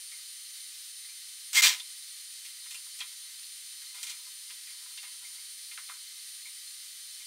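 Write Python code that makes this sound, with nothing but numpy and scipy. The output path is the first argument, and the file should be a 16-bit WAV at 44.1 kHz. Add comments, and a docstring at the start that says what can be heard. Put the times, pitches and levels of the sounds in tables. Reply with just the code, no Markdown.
"""A broad hiss carries a high wavering whine and a faint hum; over it a hand-pumped bottle jack works
on a wooden bench in a shed, thin and in mono: the linkage ticks, the steel handle knocks the bench
and once clatters down in two bursts. Hiss is shaped noise, whine and hum are sines, and contacts are
spiky noise and clicks ringing the resonances of jack, base plate and steel handle."""
import sys
import numpy as np
from scipy import signal
from scipy.fft import rfft, irfft
from scipy.io import wavfile

SR = 44100
rng = np.random.default_rng(int(sys.argv[2]) if len(sys.argv) > 2 else 0)


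def file_out(sig):
    """Save sig as 16-bit WAV at sys.argv[1]."""
    # one column per channel
    cols = np.atleast_2d(sig).T
    # limit, then scale
    lim = np.clip(cols, -1, 1)
    pcm = np.round(lim * 32767).astype(np.int16)
    wavfile.write(sys.argv[1], SR, pcm)


N = 320166   # samples

# resonances of the jack: mode_hz, width_hz, level_db (relative)
JACK_MODES = [(1911, 30, -7), (2075, 20, -3), (2125, 18, 1), (2358, 30, -6), (2402, 30, -6), (2753, 40, -5),
              (3257, 40, -8), (3450, 80, -7), (3585, 40, -5), (3727, 30, -6), (4077, 30, -2)]
# resonances of the base plate: mode_hz, width_hz, level_db (relative)
PLATE_MODES = [(820, 50, -11), (981, 28, -5), (1016, 28, 0), (1220, 60, -6), (1400, 60, -6)]
# resonances of the steel handle: mode_hz, width_hz, level_db (relative)
STEEL_MODES = [(5040, 150, -3), (5620, 60, 0), (5920, 40, -1), (6469, 90, -1), (7660, 65, -3),
               (8387, 80, -2), (9000, 300, -4), (12200, 900, -5), (13800, 1200, -5), (15200, 1000, -5)]


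def amp(db):
    """Decibels to amplitude."""
    return 10 ** (np.asarray(db) / 20)


def rms_one(x):
    """Scale to rms 1."""
    return x / np.sqrt(np.mean(x ** 2) + 1e-20)


def drift(rate_hz):
    """Slow chance: noise through a double one-pole low-pass, spread 1."""
    r = np.exp(-2 * np.pi * rate_hz / SR)
    noise = rng.standard_normal(N + SR)
    settled = signal.lfilter([1], [1, -2 * r, r * r], noise)[SR:]
    return rms_one(settled)


def resonance(x, hz, width_hz):
    """Two-pole resonance with gain 1 on top."""
    r = np.exp(-np.pi * width_hz / SR)
    numerator = [1 - r * r, 0, r * r - 1]
    denominator = [2, -4 * r * np.cos(2 * np.pi * hz / SR), 2 * r * r]
    return signal.lfilter(numerator, denominator, x)


def double_resonance(x, hz, width_hz):
    """The same resonance twice: steeper skirts."""
    return resonance(resonance(x, hz, width_hz), hz, width_hz)


def body(x, modes, low_hz, high_hz, broad_db):
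    """A struck part: its clear modes over a broad band of many small ones; rms gain 1 for white noise."""
    band = signal.butter(2, [low_hz, min(high_hz, .45 * SR)], "band", fs=SR, output="sos")

    def ring(v):
        """Modes of alternating sign plus the broad band."""
        clear = sum((-1) ** k * amp(db) * resonance(v, hz, width_hz)
                    for k, (hz, width_hz, db) in enumerate(modes))
        return clear + amp(broad_db) * signal.sosfilt(band, v)

    impulse = np.full(SR // 2, 1e-18)   # tiny offset avoids denormals
    impulse[0] = 1
    return ring(x + 1e-18) / np.linalg.norm(ring(impulse))


def rattle(spiky_db):
    """Dense uneven contacts: noise with occasional sharp spikes, rms 1."""
    spikes = np.minimum(rng.exponential(1, N), 5)
    return rms_one(rng.standard_normal(N) * amp(spiky_db * spikes))


def low_thud(x, cutoff_hz):
    """Dull contact sound: first-order low-pass."""
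    return signal.sosfilt(signal.butter(1, cutoff_hz, fs=SR, output="sos"), x)


def dying(start_s, level_db, t60_s):
    """Sample range of a contact and its force: 0.5 ms rise, exponential decay, cut after 1/3 s."""
    i = round(start_s * SR)
    age_s = np.arange(min(SR // 3, N - i)) / SR
    decay = amp(level_db - 60 * age_s / max(t60_s, .01))
    return slice(i, i + len(age_s)), np.minimum(age_s / .0005, 1) * decay


def hiss():
    """Coloured noise that flickers slightly, with narrow humps."""
    # spectrum of the broad hiss: point_hz, density_db (per Hz, relative)
    spectrum = [(30, -55), (415, -44), (760, -41), (1190, -29), (2050, -14.5), (2540, -16), (4250, -7),
                (5300, -10.5), (6720, -13), (8300, -10.5), (9710, -13.5), (12300, -15), (13400, -21.5),
                (14600, -16.5), (15100, -24.5), (16000, -21.5)]
    # narrow bands that stand out: hump_hz, width_hz, rms_db
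    hump_bands = [(1930, 25, -73), (2078, 20, -72), (3590, 30, -68), (3853, 25, -66), (4030, 80, -64),
                  (4226, 30, -60), (4330, 25, -66), (4510, 25, -64), (4712, 25, -66), (5045, 25, -65),
                  (5441, 25, -68), (7037, 20, -69)]
    broad_rms_db, flicker_db = -47, .5

    bin_hz = np.maximum(np.arange(N // 2 + 1) * SR / N, 1)
    point_hz, density_db = np.transpose(spectrum)
    colour = amp(np.interp(np.log(bin_hz), np.log(point_hz), density_db))
    broad = irfft(rfft(rng.standard_normal(N)) * colour, N)
    white = rng.standard_normal(N)
    humps = sum(amp(db) * rms_one(double_resonance(white, hz, width_hz))
                for hz, width_hz, db in hump_bands)
    return amp(broad_rms_db + flicker_db * drift(24.0)) * rms_one(broad) + humps


def tones():
    """Harmonics of a whine wavering in pitch and level, and a hum of fixed pitch and steadier level."""
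    # whine partials: multiple, rms_db
    whine_partials = [(1, -63), (2, -61.5), (3, -50), (4, -69.5)]
    # hum partials: partial_hz, rms_db
    hum_partials = [(608, -92), (1217, -79.5)]
    whine_hz, waver_hz = 3078.4, 1.02

    phase = 2 * np.pi * np.cumsum(whine_hz + waver_hz * drift(4.0)) / SR
    whine = sum(amp(db + 1.4 * drift(15.0)) * np.sin(k * phase) for k, db in whine_partials)
    t = np.arange(N) / SR
    hum = sum(amp(db + 0.74 * drift(3.0)) * np.sin(2 * np.pi * hz * t) for hz, db in hum_partials)
    return np.sqrt(2) * (whine + hum)   # sine rms to peak


def knocks():
    """Ticks, knocks, taps and jiggle: decaying noise and clicks ring the jack, plate and steel, with a thud."""
    # pump linkage ticks on one narrow note: start_s, level_db, centre_hz
    tick_table = [(0.116, -48.5, 2190), (1.046, -57.5, 2040), (1.086, -53, 2340), (1.564, -27, 2090),
                  (2.744, -43.5, 2750), (4.115, -58, 2360), (5.245, -52.5, 2210), (5.379, -59, 2280),
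                  (6.454, -48.5, 2230), (7.2, -55.5, 2260)]
    # handle knocks jack and bench: start_s, level_db, centre_hz, plate_db, steel_db, click_db
    # (these three relative to level_db), t60_s
    knock_table = [(1.5312, -37, 4000, -9, 5.5, 0, .025), (1.637, -22, 2380, -18, -24, -6, 0.074),
                   (1.65, -26, 3260, -31, 0, -12, 0.032), (1.798, -36.5, 3300, -15, -10, -7, 0.057),
                   (2.448, -49.5, 2720, -25, 3, -2, 0.25), (2.657, -58, 1930, -4, 8, 0, 0.15),
                   (2.707, -46, 2940, -22, 3, -8, 0.24), (2.989, -45, 2800, -16, 2.5, 0, 0.13),
                   (3.005, -37, 2680, -12.5, -16, 4, 0.13), (3.818, -54, 1670, -28, 3, 2, 0.1),
                   (3.942, -55, 2470, -8, 4, 0, 0.8), (4.030, -42.5, 3020, -17, 8.5, 2, 0.1),
                   (4.066, -47, 2700, -20, 2.5, -12, 0.27), (4.096, -45.5, 3100, -20, 6, -12, 0.11),
                   (4.5, -47, 2580, -14, -15, 3, 0.15), (4.673, -53, 2050, -22, -18, 12, 0.17),
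                   (4.975, -40.5, 2980, -27, -22, -3, .08), (5.029, -47, 2230, -7, -14, -7, 0.18),
                   (5.713, -47, 2500, -14, -20, -5, 0.12), (5.776, -43.5, 1270, -14, -23, 11.5, .14),
                   (5.887, -49.5, 2220, -2, -27, 0, 0.14), (5.896, -42.5, 1120, -10, -30, 6, 0.069),
                   (5.909, -53, 1260, -24, -18, -2, 0.23)]
    # light taps on the base plate, with a thud: start_s, level_db
    tap_table = [(0.188, -61), (2.863, -59), (3.33, -66), (3.977, -61), (4.189, -66), (4.266, -62),
                 (4.438, -68), (4.859, -59)]
    # loose handle jiggling on the base plate: time_s, level_db
    jiggle_table = [(0, -95), (2.8, -82), (3.8, -84.5), (4.0, -76), (4.3, -85.5), (5.0, -70.5), (5.35, -72),
                    (5.5, -88), (7.26, -85)]
    tick_width, knock_width = 0.13, 0.88   # shares of the centre
    tick_plate_db, tick_steel_db, tick_click_db, tick_t60_s = -15.5, -3.5, 0, 0.12
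    tap_t60_s, thud_db, tap_thud_db = 0.062, -26, -7
    click_pitch, click_width = 1.83, 1.6   # shares of the centre
    click_s = 0.0014   # duration at contact level whose energy one click sample carries

    rows = [(s, db, hz, tick_width * hz, tick_plate_db, tick_steel_db, tick_click_db, tick_t60_s)
            for s, db, hz in tick_table]
    rows += [(s, db, hz, knock_width * hz, *rest) for s, db, hz, *rest in knock_table]
    grit = rattle(spiky_db=0.59)
    direct, steel_clicks = np.zeros(N), np.zeros(N)
    plate_force, steel_force, thud_force = np.zeros(N), np.zeros(N), np.zeros(N)
    for start_s, db, hz, width_hz, plate_db, steel_db, click_db, t60_s in rows:
        at, shape = dying(start_s, db, t60_s)
        even = np.sqrt(2 * SR / (np.pi * width_hz))   # undoes the power lost outside the band
        direct[at] += even * double_resonance(shape * grit[at], hz, width_hz)
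        click = np.full(len(shape), 1e-18)
        click[0] += amp(db + click_db) * np.sqrt(click_s * SR)
        direct[at] += 1.9 * double_resonance(click, click_pitch * hz, click_width * hz)
        steel_clicks[at] += amp(steel_db - 9) * click
        plate_force[at] += shape * amp(plate_db)
        steel_force[at] += shape * amp(steel_db)
        thud_force[at] += shape * amp(thud_db)
    for start_s, db in tap_table:
        at, shape = dying(start_s, db, tap_t60_s)
        plate_force[at] += shape
        thud_force[at] += shape * amp(tap_thud_db)

    # small parts give no bass
    direct = signal.sosfilt(signal.butter(8, 1020, "high", fs=SR, output="sos"), direct)
    time_s, jiggle_db = np.transpose(jiggle_table)
    plate_force += amp(np.interp(np.arange(N) / SR, time_s, jiggle_db) + 4.5 * drift(12.0))

    jack = amp(-7.5) * body(direct, JACK_MODES, 1900, 4800, broad_db=-55)
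    plate = body(plate_force * rattle(spiky_db=0.74), PLATE_MODES, 1000, 2300, broad_db=-15)
    steel_drive = steel_force * rattle(spiky_db=0.93) + steel_clicks
    steel = body(steel_drive, STEEL_MODES, 4500, 9400, broad_db=6)
    thud = low_thud(thud_force * rattle(spiky_db=1.0), 400)
    return direct + jack + plate + steel + thud


def clatter():
    """The handle falls in two bursts of dense contacts that ring the jack, base plate and steel."""
    # bursts: start_s, first_db, loudest_s, loudest_db, lift_off_s, treble_db (relative, at the start)
    burst_table = [(1.5296, -39, 1.568, -23, 1.610, 1.5), (1.619, -24.5, 1.65, -20, 1.795, -0.5)]
    fade_db_per_s, fade_bend_db_per_s2 = 85, 900   # after the loudest moment, ever faster
    lift_db_per_s = 3500   # contacts stop almost at once when the handle lifts off
    treble_loss_db_per_s, plate_db = 59, -17.5

    t = np.arange(N) / SR
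    jack_force, steel_force = np.zeros(N), np.zeros(N)
    for start_s, first_db, loudest_s, loudest_db, lift_off_s, treble_db in burst_table:
        late_s = np.maximum(t - loudest_s, 0)
        db = np.interp(t, [start_s, loudest_s], [first_db, loudest_db])
        db -= fade_db_per_s * late_s + fade_bend_db_per_s2 * late_s ** 2
        db -= lift_db_per_s * np.maximum(t - lift_off_s, 0)
        jack_force += (t > start_s) * amp(db)
        steel_force += (t > start_s) * amp(db + treble_db - treble_loss_db_per_s * (t - start_s))
    clumps = amp(1.5 * drift(200.0))   # strikes come in small clumps
    jack_force, steel_force = clumps * jack_force, clumps * steel_force
    plate_force = amp(plate_db) * jack_force

    thud = amp(-12.0) * low_thud(plate_force * rattle(spiky_db=1.0), 300)
    jack = body(jack_force * rattle(spiky_db=3.1), JACK_MODES, 1970, 5160, broad_db=-2.5)
    plate = body(plate_force * rattle(spiky_db=2.0), PLATE_MODES, 1340, 2600, broad_db=-13)
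    steel = body(steel_force * rattle(spiky_db=2.6), STEEL_MODES, 5400, 8600, broad_db=2.5)
    dip = 1 - .85 * np.exp(-((t - 1.618) / 0.002) ** 2)   # the clatter dips briefly between the bursts
    return dip * (jack + plate + steel + thud)


def scene():
    """Sum of all sources, the same in both channels."""
    mono = hiss() + tones() + knocks() + clatter()
    return np.tile(mono, (2, 1))


def record(dry):
    """Steep elliptic low-pass cuts the top."""
    cutoff_hz, ripple_db, stop_db = 15750, .5, 70
    return signal.sosfilt(signal.ellip(14, ripple_db, stop_db, cutoff_hz, fs=SR, output="sos"), dry)


dry = scene()
out = record(dry)
file_out(out)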